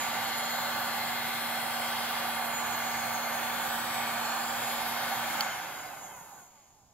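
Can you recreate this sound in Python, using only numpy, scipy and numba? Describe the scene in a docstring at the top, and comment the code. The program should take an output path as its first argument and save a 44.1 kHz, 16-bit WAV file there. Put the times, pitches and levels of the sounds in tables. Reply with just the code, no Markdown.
"""A heat gun's fan drives turbulent air through its barrel, waved at a candle over a foil tray.
Barrel resonances and the tray's echo colour the rush; the motor whines on harmonics of the shaft speed.
The switch clicks, drag slows the shaft and the gun is put aside with a faint rumble.
Low hums sound while the power is on; a quiet room lies behind. A phone listens half a metre away."""
import sys
import numpy as np
from scipy import signal
from scipy.fft import rfft, irfft
from scipy.io import wavfile
from scipy.ndimage import uniform_filter1d
from numba import njit

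SR = 44100
rng = np.random.default_rng(int(sys.argv[2]) if len(sys.argv) > 2 else 0)


def dump(signal):
    """Clip the signal to [-1, 1] and save it as 16-bit WAV at the path in sys.argv[1]."""
    limited = np.clip(np.atleast_2d(signal).T, -1, 1)
    pcm = np.round(limited * 32767).astype(np.int16)
    wavfile.write(sys.argv[1], SR, pcm)


N = 305613
HOP = 128  # samples per control step
FULL_SPEED_HZ, TOP_HZ = 233.4, 15740


def undb(db):
    """Amplitude ratio of a level."""
    return 10 ** (np.asarray(db) / 20)


def curve(table, t, column=1):
    """Linear interpolation in time."""
    rows = np.array(table, float)
    return np.interp(t, rows[:, 0], rows[:, column])


def on_log(table, hz, column=1):
    """Interpolation in log frequency."""
    rows = np.array(table, float)
    return np.interp(np.log(np.maximum(hz, 1)), np.log(rows[:, 0]), rows[:, column])


def peak(hz, centre, width):
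    """Lorentzian resonance curve; width is taken at half height."""
    return 1 / (1 + (2 * (hz - centre) / width) ** 2)


def walk(rows, steps, rate_hz):
    """Smoothed Gaussian noise of unit spread, one value per control step."""
    size = max(int(SR / HOP / rate_hz), 1)
    slow = rng.standard_normal((rows, steps + 4 * size))
    slow = uniform_filter1d(uniform_filter1d(slow, size), size)
    return slow[:, 2 * size:2 * size + steps] * np.sqrt(1.5 * size)


def coloured(gain_db):
    """Time-varying filtering of two independent noises by gain_db(hz, t)."""
    frames = dict(fs=SR, nperseg=8 * HOP, noverlap=6 * HOP)
    hz, t, spectra = signal.stft(rng.standard_normal((2, N)), **frames)
    return signal.istft(spectra * undb(gain_db(hz[:, None], t)), **frames)[1][:, :N]


@njit
def harmonic_sum(angle, amplitude, count, hop):
    """Fourier series in the shaft angle; complex amplitudes glide between control steps."""
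    out = np.zeros((2, len(angle)))
    for i in range(len(angle)):
        step, u = i // hop, (i % hop) / hop
        turn = np.exp(1j * angle[i])
        phasor = turn
        for k in range(count[step]):
            for c in range(2):
                blend = amplitude[c, step, k] * (1 - u) + amplitude[c, step + 1, k] * u
                out[c, i] += (blend * phasor).imag
            phasor *= turn
    return out


# Shaft rotation under power: t/s, f/Hz
POWERED_SPEED = [(0, 232.8), (.36, 232.8), (.69, 233.7), (.9, 233.3), (2.04, 233.4), (2.6, 232.9),
                 (3.45, 233.8), (3.99, 233.8), (4.14, 232.9), (4.63, 234.2), (5.405, 233.8)]
OFF_S = POWERED_SPEED[-1][0]

def speed(t, step_s=.005):
    """Shaft rate in Hz: held by the motor, then slowed by dry friction, viscous oil and air drag."""
    rows = list(POWERED_SPEED)
    while rows[-1][0] < N / SR + .1:
        at, hz = rows[-1]
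        drag = 49.7 + .4565 * hz + .002144 * hz ** 2
        rows.append((at + step_s, hz - step_s * drag))
    return curve(rows, t)


def away_db(t, at_s=6.45, takes_s=.11):
    """Level falls with distance as the gun is put aside."""
    return -7.5 * np.clip((t - at_s) / takes_s + .5, 0, 1)


# Turbulence spectrum at full speed: f/Hz, relative level/dB
RUSH_SPECTRUM = [(30, -27), (100, -6), (400, -5.5), (800, 7), (1500, 6), (2500, 2), (4000, -1.5),
                 (6000, -8.5), (7000, -12.5), (9000, -17), (11000, -10), (13000, -25), (15500, -33)]
# Barrel resonances: f/Hz, width/Hz, gain/dB
BARREL_MODES = [(129, 420, 3.5), (560.3, 5.6, 7), (646, 30, 2), (755, 68.5, 12.5), (857, 35, 1),
                (893, 55, 7), (1490, 43, 8), (1720, 5.6, 9), (2110, 93, 5.5)]
# Colour set by the aim: t/s, 4 kHz jet hiss/dB, 1.5 kHz ring/dB, 2.1 kHz ring/dB
AIM_COLOUR = [(0, 0.5, 1.5, 1), (.5, -0.5, 0.5, 5.5), (.9, -0.5, -0.5, 4), (1.5, 0, 0.5, 5.5),
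              (2.4, -0.5, 1, 0.5), (3.1, -1.5, 2, 0.5), (3.5, -1, 0.5, 2.5), (3.75, 1, 3, -1.5),
              (4.0, -0.5, -1, 7), (4.15, -2, 3, 2), (4.3, 1, 1.5, -0.5), (4.55, 0, 1, 3.5),
              (4.8, -0.5, -1, 4), (5.35, 0.5, 3, 1), (5.8, 3.5, 4.5, 3.5), (6.15, 4.5, 4, 7),
              (6.4, 13, 6, -4), (6.6, 27, 6, 5), (6.93, 26, -2, 0)]
# Destructive interference with the tray's echo: t/s, lower f/Hz, depth/dB, upper f/Hz, depth/dB
TRAY_NOTCHES = [(0, 1920, -1, 2620, -1.5), (.7, 1900, 11, 2300, 6.5), (2.2, 1840, 2, 2260, 5.5),
                (2.6, 1890, 10, 2630, 0), (3.3, 1930, 6, 2700, 2), (3.8, 2080, 20, 2780, 7),
                (4.6, 2050, 12, 2840, 3), (5.2, 2000, 7, 2780, 1.5), (5.7, 1890, 6, 2780, -1)]
# Bands that fade more slowly: f/Hz, width/Hz, level spared/(dB per decade of speed)
LINGERING_BANDS = [(1020, 190, 15), (5140, 1350, 24)]

def rush(gain_db=-32, db_per_decade=47.5, darken_db=5., flicker_db=1.2, patch_db=2.4):
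    """Turbulent noise filtered by the barrel; it follows a power law of fan speed, treble fading first."""
    def colour(hz, t):
        ratio = speed(t) / FULL_SPEED_HZ
        db = on_log(RUSH_SPECTRUM, hz) + sum(g * peak(hz, f, w) for f, w, g in BARREL_MODES)
        db = db + darken_db * np.log2(np.clip(hz, 300, 5000) / 900) * np.log2(ratio)
        db += curve(AIM_COLOUR, t) * np.exp(-np.log2(np.maximum(hz, 1) / 4000) ** 2)
        db += curve(AIM_COLOUR, t, 2) * peak(hz, 1500, width=500)
        db += curve(AIM_COLOUR, t, 3) * peak(hz, 2100, width=400)
        for column, width_hz in ((1, 90), (3, 230)):
            notch = peak(hz, curve(TRAY_NOTCHES, t, column), width_hz)
            db -= curve(TRAY_NOTCHES, t, column + 1) * notch
        spared = sum(g * peak(hz, f, w) for f, w, g in LINGERING_BANDS)
        db += (db_per_decade - spared) * np.log10(ratio)
        # neighbouring third-octaves swell together as the jet moves over the tray
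        third = (3 * np.log2(np.maximum(hz[:, 0], 20) / 20)).astype(int)
        db += flicker_db * uniform_filter1d(walk(third.max() + 1, len(t), 7), size=2, axis=0)[third]
        # narrow patches of the treble swell and fade
        patch = (hz[:, 0] / 170).astype(int)
        db += patch_db * np.clip(hz / 2500 - .5, 0, 1) * walk(patch.max() + 1, len(t), 8)[patch]
        return db + gain_db + away_db(t)
    return coloured(colour)


# Spectral envelope of the housing: f/Hz, level/dB
HOUSING_SPECTRUM = [(200, -85), (800, -63), (1500, -66), (3000, -71), (5500, -77), (6200, -64), (6600, -59),
                    (7000, -57), (7400, -59), (7700, -63), (8500, -62), (9800, -58), (10700, -57),
                    (12000, -61), (14000, -65), (16000, -72)]
# Motor and blade tones at full speed: harmonic number, level/dB
SHAFT_HARMONICS = [(1, -49), (4, -58), (8, -59), (12, -57), (13, -57), (16, -62), (17, -65), (20, -60),
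                   (23, -69), (25, -70), (27, -60), (29, -63), (32, -62), (33, -52), (34, -61), (35, -54),
                   (36, -61), (37, -61), (38, -54), (39, -57), (40, -61), (41, -58), (42, -55), (43, -58),
                   (44, -54), (45, -56), (46, -58), (47, -60), (48, -54), (49, -63), (50, -61), (51, -58),
                   (52, -53), (53, -57), (54, -61), (55, -60), (56, -61), (57, -64), (58, -57), (59, -61),
                   (60, -56), (61, -63), (62, -68), (63, -69), (64, -67), (65, -65), (66, -67), (67, -68)]
# Tones that vary with the aim: {harmonic number: (t/s, level/dB)}
AIMED_HARMONICS = {5: [(0, -45), (1.1, -46), (1.75, -47.5), (2.95, -44), (3.4, -47), (4.1, -43), (4.7, -51),
                   (5.4, -48)], 14: [(0, -52), (1.0, -51), (2.1, -50.5), (3.5, -56.5), (4.4, -55.5),
                   (5.4, -53.5)], 18: [(0, -47.5), (1.36, -48), (2.25, -49.5), (2.65, -47.5), (3.5, -51.5),
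                   (4.0, -57), (4.28, -46), (4.55, -56), (4.7, -48), (4.95, -54), (5.12, -51), (5.4, -58)],
                   28: [(0, -59), (2.3, -71), (2.7, -53.5), (3.4, -48), (3.8, -63), (5.4, -60)],
                   31: [(0, -53.5), (2.5, -53.5), (4.1, -56), (4.4, -50), (4.6, -55), (4.9, -54),
                   (5.4, -55)], 30: [(0, -40), (.17, -58), (.46, -45.5), (1.0, -65), (2.0, -80), (2.3, -51),
                   (2.46, -57), (2.57, -41.5), (3.1, -50), (3.46, -59), (3.58, -47), (3.95, -58),
                   (4.28, -47.5), (4.45, -58), (4.6, -44), (5.0, -59), (5.4, -47.5)]}
# Blade tones while coasting: harmonic number, lift before weighting/dB
COASTING_TONES = [(5, 3), (7, 5), (10, 14), (11, 7), (12, 7), (14, 7), (15, 16), (17, 4), (19, 7), (20, 17),
                  (21, 5), (24, 3), (25, 12), (28, 5), (30, 12), (35, 11), (39, 5)]
# Barrel resonances that those tones sweep through: f/Hz, weight of the lift
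BARREL_WEIGHT = [(500, .2), (660, .6), (790, 1.3), (950, 1.15), (1050, .8), (1150, 1.15), (1300, .7),
                 (1480, 1.05), (1700, .4), (2060, 1.05), (2280, .4), (2420, .6), (2520, 1.2), (2650, 1.3),
                 (2800, .4), (3100, 1.3), (3250, .95), (3380, 1.1), (3600, .5), (4200, 1.05), (4700, .3),
                 (5750, .8), (6400, 0)]
# Flares of the squeal while coasting: t/s, gain/dB
SQUEAL_GAIN = [(5.41, 13), (5.47, 0), (5.56, 0), (5.6, -3), (5.66, -2), (5.72, -3), (5.8, 2), (5.9, -4),
               (5.97, -2), (6.06, 5), (6.12, -3), (6.17, 1.5), (6.28, -4), (6.45, 0), (6.6, 1), (6.93, -5)]

def whine(gain_db=.24, fade_db=1.9, flutter_db=3., scatter_db=2., ripple_db=-27, count=480):
    """Periodic forcing: brushes, blades and unbalance repeat each turn, giving harmonics of the shaft."""
    steps = np.arange(N // HOP + 2) * HOP / SR
    def wander(rate_hz, columns=count):
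        return walk(columns, len(steps), rate_hz).T

    k = np.arange(1, count + 1)
    shaft_hz = speed(steps)[:, None]
    hz, ratio = shaft_hz * k, shaft_hz / FULL_SPEED_HZ
    housing_db = on_log(HOUSING_SPECTRUM, k * FULL_SPEED_HZ)
    tone_db = np.tile(housing_db + scatter_db * rng.standard_normal(count), (len(steps), 1))
    for order, db in SHAFT_HARMONICS:
        tone_db[:, order - 1] = db
    for order, levels in AIMED_HARMONICS.items():
        tone_db[:, order - 1] = curve(levels, steps)

    # load lifts single harmonics; coasting, they sink to the envelope and blade tones stand out
    loaded = np.minimum(ratio, 1) ** np.clip(k, 2, 40)
    coasting = 1 - loaded
    lift_db = (tone_db - housing_db) * loaded
    waver_db = fade_db * wander(3.6) * loaded + flutter_db * wander(45)
    for (order, db), patch_db in zip(COASTING_TONES, 2 * wander(16, len(COASTING_TONES)).T):
        blade_hz = hz[:, order - 1]
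        spared_db = -11 * np.log10(ratio[:, 0]) / (1 + (blade_hz / 1700) ** 4)  # low tones linger
        weight = coasting[:, -1] * on_log(BARREL_WEIGHT, blade_hz)
        lift_db[:, order - 1] += (db + patch_db + spared_db) * weight

    # short waves change most with the aim
    restless = np.clip((ratio * k / 30) ** np.where(ratio > .98, 1.2, 2), .15, 1)
    db = on_log(HOUSING_SPECTRUM, hz) + lift_db + restless * waver_db
    db += coasting * restless  # up to 1 dB more treble while coasting
    squeal = peak(hz, 6500, width=2100)
    db += (38 - 17.5 * squeal) * np.log10(ratio)  # the squeal band dies away more slowly
    db += coasting * (squeal * curve(SQUEAL_GAIN, steps)[:, None] + 3.5 * peak(hz, 6890, width=300))
    db += gain_db + away_db(steps)[:, None]

    phase = 2 * np.pi * rng.random(count)
    phase = phase + (1.6 * (1 - .75 * squeal) * coasting + .6 * loaded) * restless * wander(40)
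    phase += 1.5 * coasting * (1 - .8 * squeal) * restless ** 2 * wander(170)  # treble blurs to hiss
    amplitude = np.sqrt(2) * undb(db) * np.exp(1j * phase)
    # a second path flips sign with the aim, in quadrature above harmonic 30
    side = np.where(k > 30, 1j, 1) * np.sqrt(restless) * np.tanh(2 * wander(2))
    side *= np.exp(2j * coasting * wander(100))

    t = np.arange(N) / SR
    jitter_hz = .08 * np.interp(t, steps, wander(6, 1)[:, 0])
    angle = 2 * np.pi * np.cumsum(speed(t) + jitter_hz) / SR
    in_band = np.minimum(TOP_HZ // shaft_hz[:, 0], count).astype(np.int64)
    # rectified mains pulls the motor twice a cycle
    ripple = 1 + undb(ripple_db) * np.sin(2 * np.pi * 120 * t) * (t < OFF_S)
    return harmonic_sum(angle, np.array([amplitude, amplitude * side]), in_band, HOP) * ripple


# Faint wavering hum: f/Hz, starting level/dB, rise/(dB/s)
FAINT_HUMS = [(322.7, -68, 1.0)]
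# Mains hum: t/s, level/dB
MAINS_LEVEL = [(0.0, -67), (0.54, -65), (0.59, -59), (2.38, -66.5), (3.19, -54.5), (3.23, -69), (3.47, -58),
               (3.7, -67), (3.92, -56), (4.42, -67), (4.65, -60), (4.96, -71), (5.01, -62), (5.4, -63.5)]

def hums(mains_hz=119.4, waver_db=3.):
    """Slowly modulated sinusoids: mains hum and a fainter tone, both ending with the power."""
    t = np.arange(N) / SR
    waver = np.repeat(walk(len(FAINT_HUMS) + 1, N // HOP + 1, 8), HOP, axis=1)[:, :N]
    tones = undb(curve(MAINS_LEVEL, t) + waver[-1]) * np.sin(2 * np.pi * mains_hz * t)
    for (hz, db, rise), drift in zip(FAINT_HUMS, waver):
        tones += undb(db + rise * t + waver_db * drift) * np.sin(2 * np.pi * hz * t + drift)
    powered = np.clip((OFF_S - t) / .03 + 1, 0, 1)
    return np.array([np.sqrt(2) * tones * powered, np.zeros(N)])  # mid signal only


# Background spectrum: f/Hz, relative level/dB
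ROOM_SPECTRUM = [(25, -20), (60, -21), (120, -19), (400, -27), (800, -22), (1600, -35), (3000, -38),
                 (5000, -33), (7000, -32), (15500, -67)]

def room(level_db=-67):
    """Stationary noise of distant appliances and ventilation."""
    air = coloured(lambda hz, t: on_log(ROOM_SPECTRUM, hz))
    return air * undb(level_db) / air.std()


# Blows of the rocker: t/s, gain/dB
SWITCH_BLOWS = [(5.4058, -22), (5.4068, -26), (5.4079, -15)]
# Modes of the plastic housing: f/Hz, relative level/dB, T60/s
PLASTIC_MODES = [(1500, -6, .016), (2050, -11, .014), (3100, -4, .011), (4450, 0.5, .013), (5500, -8, .006),
                 (7700, -12, .005), (12000, -11, .005), (15300, -10, .005)]

def switch(rise_s=.0006, crack_db=-3, crack_t60_s=.011):
    """Impact excitation: each blow of the rocker gives a dry crack and rings damped housing modes."""
    t = np.arange(int(.1 * SR)) / SR
    band = signal.butter(1, [2000, 9000], "bandpass", fs=SR, output="sos")
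    out = np.zeros((2, N))
    for at, db in SWITCH_BLOWS:
        phases = 2 * np.pi * rng.random((len(PLASTIC_MODES), 2, 1))
        ring = sum(undb(g) * np.sin(2 * np.pi * hz * t + phase) * 1000. ** (-t / t60)
                   for (hz, g, t60), phase in zip(PLASTIC_MODES, phases))
        crack = signal.sosfilt(band, rng.standard_normal((2, len(t))))
        crack *= undb(crack_db) * 1000. ** (-t / crack_t60_s)
        start = int(at * SR)
        out[:, start:start + len(t)] += undb(db) * (ring + crack) * (1 - np.exp(-t / rise_s))
    return out


def rumble(peak_s=6.85, swell_s=.24, level_db=-72):
    """Low band-limited noise under a Gaussian envelope as the gun is laid down."""
    t = np.arange(N) / SR
    band = signal.butter(2, [40, 150], "bandpass", fs=SR, output="sos")
    low = signal.sosfilt(band, rng.standard_normal((2, N)))
    return low / low.std() * undb(level_db) * np.exp(-((t - peak_s) / swell_s) ** 2)


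# Stereo image: f/Hz, left-right likeness, left phase lead/rad, left minus right level/dB
STEREO_IMAGE = [(30, .7, 0, -2.5), (200, .92, .1, -5.5), (700, .88, .3, -7), (1200, .75, -.3, -1.5),
                (2300, .7, .1, 1), (2700, .55, 1.5, 1), (3300, .55, .7, 1), (3800, .4, 2.2, 1),
                (4700, .6, 1.6, 1), (5900, .55, 3.1, .3), (6600, .3, 4.5, 0), (7600, .62, 3.4, 0),
                (8400, .92, 3.14, 0), (9700, .9, 3.0, 0), (11000, .8, 2.2, 0), (12200, .8, 1.0, 0),
                (13100, .99, 0, 0), (16000, .97, 0, 0)]

def scene():
    """Superposition in mid and side, spread by frequency: the treble is wide, the very top centred."""
    mid, side = rfft(rush() + whine() + hums() + switch() + room() + rumble(), 2 * N)
    hz = np.arange(len(mid)) * SR / (2 * N)
    likeness, lead, pan_db = (on_log(STEREO_IMAGE, hz, column) for column in (1, 2, 3))
    mid *= np.sqrt((1 + likeness) / 2)
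    side *= np.sqrt((1 - likeness) / 2)
    gain = np.sqrt(2 / (1 + undb(2 * pan_db)))
    left = (mid + side) * gain * undb(pan_db) * np.exp(.5j * lead)
    right = (mid - side) * gain * np.exp(-.5j * lead)
    return irfft(np.array([left, right]), 2 * N)[:, :N]


def record(dry):
    """Band limiting: the phone cuts the top treble steeply."""
    return signal.sosfilt(signal.ellip(12, .3, 80, TOP_HZ, fs=SR, output="sos"), dry)


dry = scene()
out = record(dry)
dump(out)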